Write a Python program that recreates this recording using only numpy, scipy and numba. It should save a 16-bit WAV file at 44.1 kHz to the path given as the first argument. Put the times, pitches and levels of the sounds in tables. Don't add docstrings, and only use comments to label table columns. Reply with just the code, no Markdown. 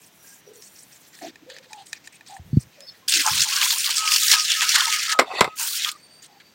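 import sys
import numpy as np
from scipy import signal
from scipy.io import wavfile
from scipy.ndimage import uniform_filter1d
from numba import njit

SR = 44100
rng = np.random.default_rng(int(sys.argv[2]) if len(sys.argv) > 2 else 0)


def transcribe(signal):
    frames = np.atleast_2d(signal).T
    limited = np.clip(frames, -1, 1)
    pcm = np.round(limited * 32767).astype(np.int16)
    wavfile.write(sys.argv[1], SR, pcm)


N = 288806


def amp(db):
    return 10 ** (np.asarray(db) / 20)


def rms_one(x):
    return x / np.sqrt(np.mean(x ** 2) + 1e-20)


def even(x, seconds):
    return x / np.sqrt(uniform_filter1d(x * x, size=int(seconds * SR)) + 1e-20)


def in_time(tables):
    t = np.arange(N) / SR
    times, *columns = np.transpose(np.concatenate(tables))
    columns = [np.interp(t, times, column) for column in columns]
    inside = sum((t >= rows[0][0]) & (t <= rows[-1][0]) for rows in tables) > 0
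    return [np.where(inside, columns[0], -150), *columns[1:]]


def drift(rate_hz):
    step = 20
    r = np.exp(-2 * np.pi * step * rate_hz / SR)
    noise = rng.standard_normal(N // step + 2002)
    slow = signal.lfilter([1], [1, -2 * r, r * r], noise)[2000:]
    return np.interp(np.arange(N) / step, np.arange(len(slow)), rms_one(slow))


def band(x, low_hz, high_hz, order=2):
    return signal.sosfilt(signal.butter(order, [low_hz, high_hz], "band", fs=SR, output="sos"), x)


def high_pass(x, hz):
    return signal.sosfilt(signal.butter(8, hz, "high", fs=SR, output="sos"), x)


def resonance(x, hz, width_hz):
    r = np.exp(-np.pi * width_hz / SR)
    feedback = [1, -2 * r * np.cos(2 * np.pi * hz / SR), r * r]
    return signal.lfilter(np.array([1, 0, -1]) * (1 - r * r) / 2, feedback, x)


@njit
def sweep(x, hz, width_hz, sr):
    out, r = np.zeros(len(x)), np.exp(-np.pi * width_hz / sr)
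    for i in range(2, len(x)):
        ringing = 2 * r * np.cos(2 * np.pi * hz[i] / sr) * out[i - 1] - r * r * out[i - 2]
        out[i] = x[i] - x[i - 2] + ringing
    return out


def grains(per_s, spread_db):
    sizes = amp(spread_db * np.minimum(rng.exponential(1, N), 4)) * rng.choice([-1, 1], N)
    return rms_one(sizes * (rng.random(N) < per_s / SR))


def coloured(sources, spectrum, patchy_db, rate_hz, tilt=None):
    hz_db, out = np.array(spectrum), 0
    lowest, highest = hz_db[0, 0], hz_db[-1, 0]
    edges = np.geomspace(lowest, highest, int(3 * np.log2(highest / lowest)) + 2)
    for k, (low, high) in enumerate(zip(edges, edges[1:])):
        hz = np.sqrt(low * high)
        level_db = np.interp(np.log(hz), np.log(hz_db[:, 0]), hz_db[:, 1]) + patchy_db * drift(rate_hz)
        if tilt:
            level_db = level_db + tilt(hz)
        out = out + amp(level_db) * band(sources[k % 2], low, high)
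    return out


def add(out, start_s, sound):
    i = round(start_s * SR)
    out[i:i + len(sound)] += sound[:N - i]


def swell(length_s, edge):
    return signal.windows.tukey(int(length_s * SR), np.clip(edge, 0, 1))


def fade(length_s, from_db, to_db):
    return amp(np.linspace(from_db, to_db, int(length_s * SR)))


def narrow_noises(rows, width_hz, edge, fade_db):
    out, run_in = np.zeros(N), 6000
    for (s, length, hz, db, *end_hz), noise in zip(rows, rng.standard_normal((len(rows), 2 * SR))):
        shape, width = swell(length, edge), float(width_hz(hz))
        path = np.r_[np.full(run_in, hz), np.linspace(hz, (end_hz or [hz])[0], len(shape))]
        once = sweep(noise[:len(path)], path, width, SR)
        tone = sweep(once, path, width, SR)[run_in:]
        add(out, s, amp(db) * fade(length, 0, fade_db) * rms_one(tone) * shape)
    return out


def bubbles(per_s, cycles, rise, pitches, weight_db):
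    born, dealt, out = grains(per_s, 2.0), rng.integers(0, len(pitches), N), 0
    for k, hz in enumerate(pitches):
        turns = np.arange(int(cycles / hz * SR)) / SR * hz
        envelope = amp(-60 * turns / cycles) * (1 - np.exp(-turns))
        ping = envelope * np.sin(2 * np.pi * turns * (1 + rise * turns / cycles))
        starts = born * (dealt == k) * amp(weight_db(hz))
        out = out + signal.oaconvolve(starts, rms_one(ping) / np.sqrt(len(turns)))[:N]
    return out


# time_s, splash_db, gurgle_db (puddle, relative to the splash), colour_hz (splash colour)
JET_PATH = [
    [(3.0785, -40, -30, 5300), (3.081, -22, -29.5, 5350), (3.16, -20.5, -31, 4440),
     (3.21, -22.5, -22, 3140), (3.275, -21.5, -1, 5300), (3.335, -24, -12.5, 3600), (3.41, -18, -24, 5700),
     (3.47, -24.5, -14, 4100), (3.63, -19, -11.5, 3900), (3.70, -19, -17, 4800), (3.765, -29, -15, 4230),
     (3.80, -21, -28, 5360), (3.88, -24.5, -14, 3370), (3.99, -23, -22, 5330), (4.09, -21.5, -14.5, 4080),
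     (4.14, -20, -17.5, 5000), (4.22, -22, -35, 5230), (4.29, -18, -23, 5000), (4.325, -12.5, -13, 4400),
     (4.37, -21.5, -15, 5000), (4.44, -25.5, -27.5, 4900), (4.55, -19.5, -26, 3440),
     (4.59, -25.5, -21, 3700), (4.62, -18.5, -9.5, 3300), (4.66, -24.5, -11, 4000),
     (4.70, -18.5, -17, 4570), (4.775, -17.5, -9, 3030), (4.86, -21, -12, 4540), (5.04, -24, -25, 3700),
     (5.125, -20.5, -9, 3380), (5.15, -38.5, 5, 3000), (5.187, -49, 2, 3000)],
    [(5.555, -50, -16, 6100), (5.595, -28.5, -10.5, 6560), (5.77, -29.5, -22.5, 5260),
     (5.83, -26, -34, 3700), (5.85, -22, -20, 3300), (5.89, -22.5, -14, 3600), (5.947, -53, -12, 5600)],
]


def jet():
    splash_db, gurgle_db, colour_hz = in_time(JET_PATH)
    clumps = amp(2.1 * drift(27) + 1.3 * drift(90))
    drops = [grains(9000, 4.4) + 0.63 * rng.standard_normal(N) for _ in range(2)]
    water = splash(drops, clumps, colour_hz) + amp(gurgle_db) * puddle(gurgle_db)
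    out = amp(splash_db) * water + hiss(drops, clumps) + spatters(splash_db)
    return high_pass(out, 540)


# pitch_hz, level_db (per Hz)
PATTER_SPECTRUM = [(530, -79), (900, -9), (1170, 0.5), (1260, -14.5), (1440, 4), (3260, 0), (4960, 2),
                   (8030, 2), (11000, -44), (14300, -24.5), (22000, -120)]


def splash(drops, clumps, colour_hz):
    def hump(hz):
        return 10.0 * np.exp(-(np.log2(hz / colour_hz) / 1.24) ** 2)

    def fizz_db(hz):
        return 1.38 * hump(hz) + 7.9 * drift(6.5)

    patter = even(coloured(drops, PATTER_SPECTRUM, 1.95, 36, hump), 0.24)
    fizz = even(bubbles(1500, 26.4, 0.31, np.geomspace(1500, 8500, 24), fizz_db), 0.073)
    swirl = 0
    for drop, share in zip(drops, (1.05, .65)):
        path = np.clip(share * colour_hz * 2 ** (0.3 * drift(6.1)), 1300, 10000)
        swirl = swirl + rms_one(sweep(drop, path, 370.0, SR)) * amp(3.3 * drift(9.3))
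    chirps = even(bubbles(120, 90.0, .5, np.geomspace(1800, 6500, 14), hump), .4)
    cracks = rms_one(band(grains(250, 3.7), 1800, 10600))
    mix = patter + amp(-3.0) * (fizz + even(swirl, .5)) + amp(-10.0) * chirps + amp(-11.0) * cracks
    return rms_one(high_pass(mix, 1420) * clumps)


def puddle(gurgle_db):
    edge_hz = 621 * 2 ** (-.038 * gurgle_db + 0.15 * drift(8))

    def pitch_db(hz):
        return 3.5 * drift(6) - 35 * np.clip(8 * np.log2(edge_hz / hz), 0, 1)

    return even(bubbles(700, 60.0, .08, np.geomspace(540, 1600, 18), pitch_db), 0.17)


# time_s, level_db
HISS_LEVEL = [
    [(3.08, -34), (3.62, -35), (3.64, -26), (4.0, -38), (4.32, -24), (4.38, -38.5), (4.77, -35),
     (5.13, -43), (5.17, -67)],
    [(5.555, -60), (5.561, -42), (5.599, -31), (5.769, -32), (5.801, -44), (5.887, -32.5), (5.911, -53),
     (5.915, -36), (5.95, -71)],
]
# pitch_hz, level_db (per Hz)
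HISS_SPECTRUM = [(5290, -22.5), (9000, -1), (10400, -11.5), (12700, -9), (15100, -1), (16200, -8)]


def hiss(drops, clumps):
    rush = rng.standard_normal((2, N)) + .5 * np.array(drops)
    level_db = in_time(HISS_LEVEL)[0] + 1.5 * drift(12)
    return amp(level_db) * rms_one(coloured(rush, HISS_SPECTRUM, 0.48, 20)) * clumps ** 0.84


# start_s, pitch_hz
HEAVY_DROPS = [(3.0826, 4900), (3.1225, 4100), (3.138, 4240), (3.159, 4000), (3.263, 6240), (3.3338, 3300),
               (3.405, 5000), (3.564, 5550), (3.6139, 3240), (3.7049, 3350), (3.783, 7840), (3.8433, 3300),
               (3.9813, 4900), (4.0755, 2700), (4.1607, 4650), (4.2333, 6040), (4.2812, 5040),
               (4.3148, 4250), (4.45, 5500), (4.5172, 5700), (4.608, 2600), (4.691, 5840), (4.7586, 1640),
               (4.8555, 4530), (5.5953, 8140), (5.6287, 7750), (5.8461, 3230), (5.916, 8130)]


def spatters(splash_db):
    t, out = np.arange(int(.04 * SR)) / SR, np.zeros(N)
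    for (s, hz), noise in zip(HEAVY_DROPS, rng.standard_normal((len(HEAVY_DROPS), len(t)))):
        burst = noise * amp(-60 * t / 0.014) * (1 - np.exp(-t / 0.00045))
        burst = band(3.8 * resonance(burst, hz, 0.18 * hz) + 0.11 * burst, 1300, 15000, order=4)
        peak_db = splash_db[round(s * SR)] + 14
        add(out, s, amp(peak_db) * burst / np.max(np.abs(burst)))
    return out


# start_s, peak_db, brightness_db_per_octave, fade_s (time to fall 60 dB)
TANK_KNOCKS = [(5.189, 1, -1, 0.087), (5.195, -1, 4, 0.024), (5.213, -12, -4, 0.099), (5.408, 3, 1, 0.03),
               (5.419, -11, -0.5, 0.064), (5.443, -11.5, -0.5, 0.06), (5.476, -19.5, -4, 0.018)]
# pitch_hz, width_hz, level_db
TANK_MODES = [(239, 82, -14), (420, 180, 0), (720, 300, 2), (975, 91, 1.5), (1224, 166, 4),
              (1550, 240, 1.5), (2086, 150, 1), (2660, 500, -3.5), (3700, 1600, -1), (5560, 1100, -6),
              (7500, 1100, -9.5)]


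def knocks():
    t, out = np.arange(int(.15 * SR)) / SR, np.zeros(N)
    noises = rng.standard_normal((len(TANK_KNOCKS), len(t)))
    for (s, db, bright_db, t60), noise in zip(TANK_KNOCKS, noises):
        rattle, body = noise * amp(-60 * t / t60), 0
        for k, (hz, width, level_db) in enumerate(TANK_MODES):
            gain = amp(level_db + bright_db * np.log2(hz / 1000)) * (-1) ** k / np.sqrt(width)
            body = body + gain * resonance(rattle, hz, width)
        add(out, s, amp(db) * body / np.max(np.abs(body)))
    return out


# time_s, level_db, low_part_db (relative to the level)
SCRAPE_LEVEL = [
    [(5.225, -58, 4.5), (5.265, -46.5, 0.5), (5.397, -25.5, 0.5), (5.408, -37, -17.5)],
    [(5.42, -33, 6.5), (5.484, -46.5, 12), (5.52, -50, -27), (5.555, -56.5, -24)],
]
# pitch_hz, width_hz, level_db
WALL_MODES = [(1960, 120, 1), (2600, 130, 2), (3600, 140, -2), (4550, 160, -6), (7070, 200, -15)]


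def scrape():
    level_db, low_db = in_time(SCRAPE_LEVEL)
    rub, wall = grains(4000, 3.5) + rng.standard_normal(N), 0
    for k, (hz, width, db) in enumerate(WALL_MODES):
        wall = wall + amp(db + 5.0 * drift(11)) * (-1) ** k * resonance(rub, hz, width)
    wall = even(wall, 0.035) + .35 * rms_one(band(rub, 1500, 6000))
    hollow = amp(low_db + 3.5 * drift(30.7)) * rms_one(band(rub, 630, 1100))
    return amp(level_db) * (rms_one(wall) + hollow)


# start_s, length_s, scuff_db, crisp_db (treble, relative to the scuff)
RUSTLE_STROKES = [(0.009, 0.082, -62, 9.5), (0.239, 0.15, -59, 7.5), (0.53, 0.054, -60, 8),
                  (0.611, 0.087, -60.5, 14), (0.748, 0.11, -55.5, 8.5), (0.904, 0.082, -57, 6.5),
                  (0.998, 0.1, -58.5, 1), (1.124, 0.092, -51, -0.5), (1.204, 0.11, -41.5, -6),
                  (1.484, 0.12, -46, -9), (1.624, 0.043, -51, -9), (1.675, 0.18, -52, -5),
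                  (1.852, 0.071, -59.5, 10.5), (1.915, 0.073, -46, -6), (2.037, 0.052, -53, 2.5),
                  (2.12, 0.059, -50.5, -0.5), (2.253, .14, -49.5, 0), (2.592, 0.051, -56, 10.5),
                  (2.69, 0.34, -57.5, -9), (5.938, 0.085, -55.5, -3), (6.217, .058, -48, 1.5),
                  (6.398, 0.025, -47, -13)]
# pitch_hz, width_hz, level_db
SCUFF_MODES = [(1830, 420, 7.5), (2480, 280, 8.5), (3500, 2100, 5), (4740, 950, 6)]


def rustle():
    scuff, body = grains(3000, 3.6) + 1.9 * rng.standard_normal(N), 0
    for k, (hz, width, db) in enumerate(SCUFF_MODES):
        body = body + amp(db + 4.3 * drift(11.0)) * (-1) ** k * resonance(scuff, hz, width)
    body = even(band(body, 1180, 5400), 0.27)
    crisp_spectrum = [(5300, 1.5), (8000, 10), (11500, -33)]   # pitch_hz, level_db (per Hz)
    crisp = even(coloured([scuff, grains(4300, 2.3)], crisp_spectrum, 6.6, 29), 0.029)
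    airy = even(band(scuff, 9400, 16000), .1)
    gains = np.zeros((3, N))
    for s, length, db, crisp_db in RUSTLE_STROKES:
        stroke = swell(length, 0.34) * fade(length, 0, -4.0)
        for gain, layer_db in zip(gains, (db, db + crisp_db, db + crisp_db - 11)):
            add(gain, s, amp(layer_db) * stroke)
    return np.sum(gains * [body, crisp, airy], axis=0)


# start_s, peak_db (of the ringing), brightness_db_per_octave
FINGER_TAPS = [(.622, -39, 19), (1.1885, -37, 8), (1.357, -34, 7.5), (1.4999, -28.5, 6.5),
               (1.5647, -33, 6.5), (1.5847, -32.5, 10), (1.7311, -26.5, 13), (1.8684, -39, 19),
               (1.93, -16, 9.5), (2.074, -26.5, 11), (2.2088, -34, 3.5), (2.2638, -42, 16),
               (2.307, -41, 12), (2.366, -33, -7), (2.8058, -39, 20.5)]
# pitch_hz, level_db, fade_s (time to fall 60 dB)
TAP_RINGS = [(885, -6.5, 0.023), (1793, 5, 0.016), (2470, -4.5, 0.018), (3910, -9.5, 0.012),
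             (4900, -2, 0.0039), (6830, -7, 0.0035)]


def taps():
    t, out = np.arange(int(.06 * SR)) / SR, np.zeros(N)
    hz, level_db, t60 = np.transpose(TAP_RINGS)[:, :, None]
    for s, db, bright_db in FINGER_TAPS:
        chance_db = 2.0 * rng.standard_normal((len(hz), 1))
        strength = amp(level_db + bright_db * np.log2(hz / 2000) + chance_db)
        rings = np.sum(strength * amp(-60 * t / t60) * np.sin(2 * np.pi * hz * t), axis=0)
        rings = rings * (1 - np.exp(-t / 0.0017))
        crack = band(rng.standard_normal(len(t)), 2200, 8700) * amp(-15.5 + bright_db - 60 * t / 0.024)
        add(out, s, amp(db) * (rings / np.max(np.abs(rings)) + crack))
    return out


# start_s, level_db (before the band filter), pitch_hz, fade_s (60 dB)
MICROPHONE_BUMPS = [(2.394, -28.5, 84, 0.098), (2.529, -8, 141, 0.094), (2.558, -22, 153, .04),
                    (2.569, 7, 132, 0.036), (4.328, -27.5, 88, 0.011), (5.216, -16, 327, 0.033),
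                    (5.409, -1, 208, 0.022)]


def bumps():
    t, out = np.arange(int(.3 * SR)) / SR, np.zeros(N)
    for s, db, hz, t60 in MICROPHONE_BUMPS:
        swing = np.sin(2 * np.pi * hz * t) + 0.35 * np.sin(2 * np.pi * 1.46 * hz * t)
        add(out, s, amp(db - 60 * t / t60) * swing * (1 - np.exp(-(t / 0.0027) ** 2)))
    return band(out, 60, 490, order=3)


# start_s, length_s, pitch_hz, level_db, end_pitch_hz (only if it glides)
HOLLOW_HUMS = [(.46, 0.16, 434, -48.5), (1.212, 0.071, 670, -35.5), (1.216, 0.095, 294, -39.5),
               (1.42, 0.052, 300, -50.5), (1.46, 0.13, 516, -46.5), (1.59, .1, 530, -55),
               (1.70, 0.14, 860, -43, 790), (2.29, .11, 779, -40.5), (2.44, 0.087, 90, -44),
               (2.60, 0.09, 107, -50), (2.77, 0.096, 578, -51), (3.15, 0.076, 297, -39),
               (3.30, .14, 105, -40), (5.27, 0.06, 720, -37), (5.335, 0.032, 408, -35),
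               (5.37, 0.036, 1960, -38), (5.42, 0.076, 123, -43), (5.60, 0.082, 913, -43),
               (5.855, 0.06, 1228, -35), (5.92, 0.048, 1200, -45), (6.28, 0.11, 784, -55)]


def hums():
    return narrow_noises(HOLLOW_HUMS, lambda hz: 89, 0.22, -5.0)


# start_s, length_s, level_db
BIRD_NOTES = [(3.969, .21, -29), (4.218, 0.043, -33), (4.311, 0.15, -30), (4.551, 0.17, -30),
              (4.82, 0.21, -32), (5.069, .135, -28), (5.46, 0.11, -41)]


def bird():
    start_hz, sag_hz_per_s = 1277, 120
    out, waver, wobble_hz = np.zeros(N), amp(2.5 * drift(25)), 9.0 * drift(12)
    for s, length, db in BIRD_NOTES:
        shape = swell(length, .45) * fade(length, 2.5, -3.5)
        wobble = wobble_hz[round(s * SR):][:len(shape)]
        hz = start_hz - sag_hz_per_s * np.arange(len(shape)) / SR + wobble
        add(out, s, amp(db) * shape * np.sin(2 * np.pi * np.cumsum(hz) / SR))
    return out * waver


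# start_s, length_s, pitch_hz, level_db, end_pitch_hz (only if it glides)
THIN_TONES = [(.05, .95, 5780, -64), (.21, .21, 1620, -63), (.24, .16, 7350, -62), (.27, .11, 8550, -59),
              (.615, .14, 8300, -57), (.62, .25, 7100, -62), (.5, .45, 4420, -65),
              (.9, .06, 9200, -60, 7900), (1.06, .2, 7300, -63), (2.5, .12, 4500, -61),
              (2.79, .15, 5140, -49, 5250), (2.865, .045, 4650, -46, 4200), (2.87, .04, 3600, -56),
              (3.01, .17, 1047, -55), (5.22, .34, 4600, -58), (5.93, .36, 4480, -55, 4700),
              (6.27, .28, 4600, -65), (5.98, .28, 8690, -62)]


def insects():
    return narrow_noises(THIN_TONES, lambda hz: .03 * hz, .5, -1.0) * amp(4.5 * drift(16))


# pitch_hz, level_db (per Hz)
WIDE_SPECTRUM = [(35, -46), (60, -10.5), (133, 4), (1380, -6), (1750, -4), (3880, -7), (4460, -6.5),
                 (4900, -15.5), (5910, -8.5), (10900, -25), (15100, -15), (16200, -19)]
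# time_s, level_db
HIGH_HISS_LEVEL = [
    [(0, -63), (.36, -52), (.40, -61), (.53, -65), (.56, -53), (1.29, -59), (1.31, -82), (2.42, -76),
     (2.45, -63), (3.08, -68)],
    [(5.95, -75), (6.26, -71), (6.28, -78), (6.55, -70)],
]


def background_noise():
    wide = rms_one(coloured(rng.standard_normal((2, N)), WIDE_SPECTRUM, 0.69, 8))
    high_hiss = rms_one(band(rng.standard_normal(N), 7000, 22000)) * amp(3.9 * drift(15))
    return amp(-56.5) * wide + amp(in_time(HIGH_HISS_LEVEL)[0]) * high_hiss


def scene():
    sprayer = jet() + knocks() + scrape()
    hands = rustle() + taps() + bumps()
    background = hums() + bird() + insects() + background_noise()
    return (sprayer + hands + background)[None]


def record(dry):
    top_cut = signal.ellip(12, .5, 80, 15950, fs=SR, output="sos")
    return signal.sosfilt(top_cut, np.clip(dry, -.97, .97))


dry = scene()
out = record(dry)
transcribe(out)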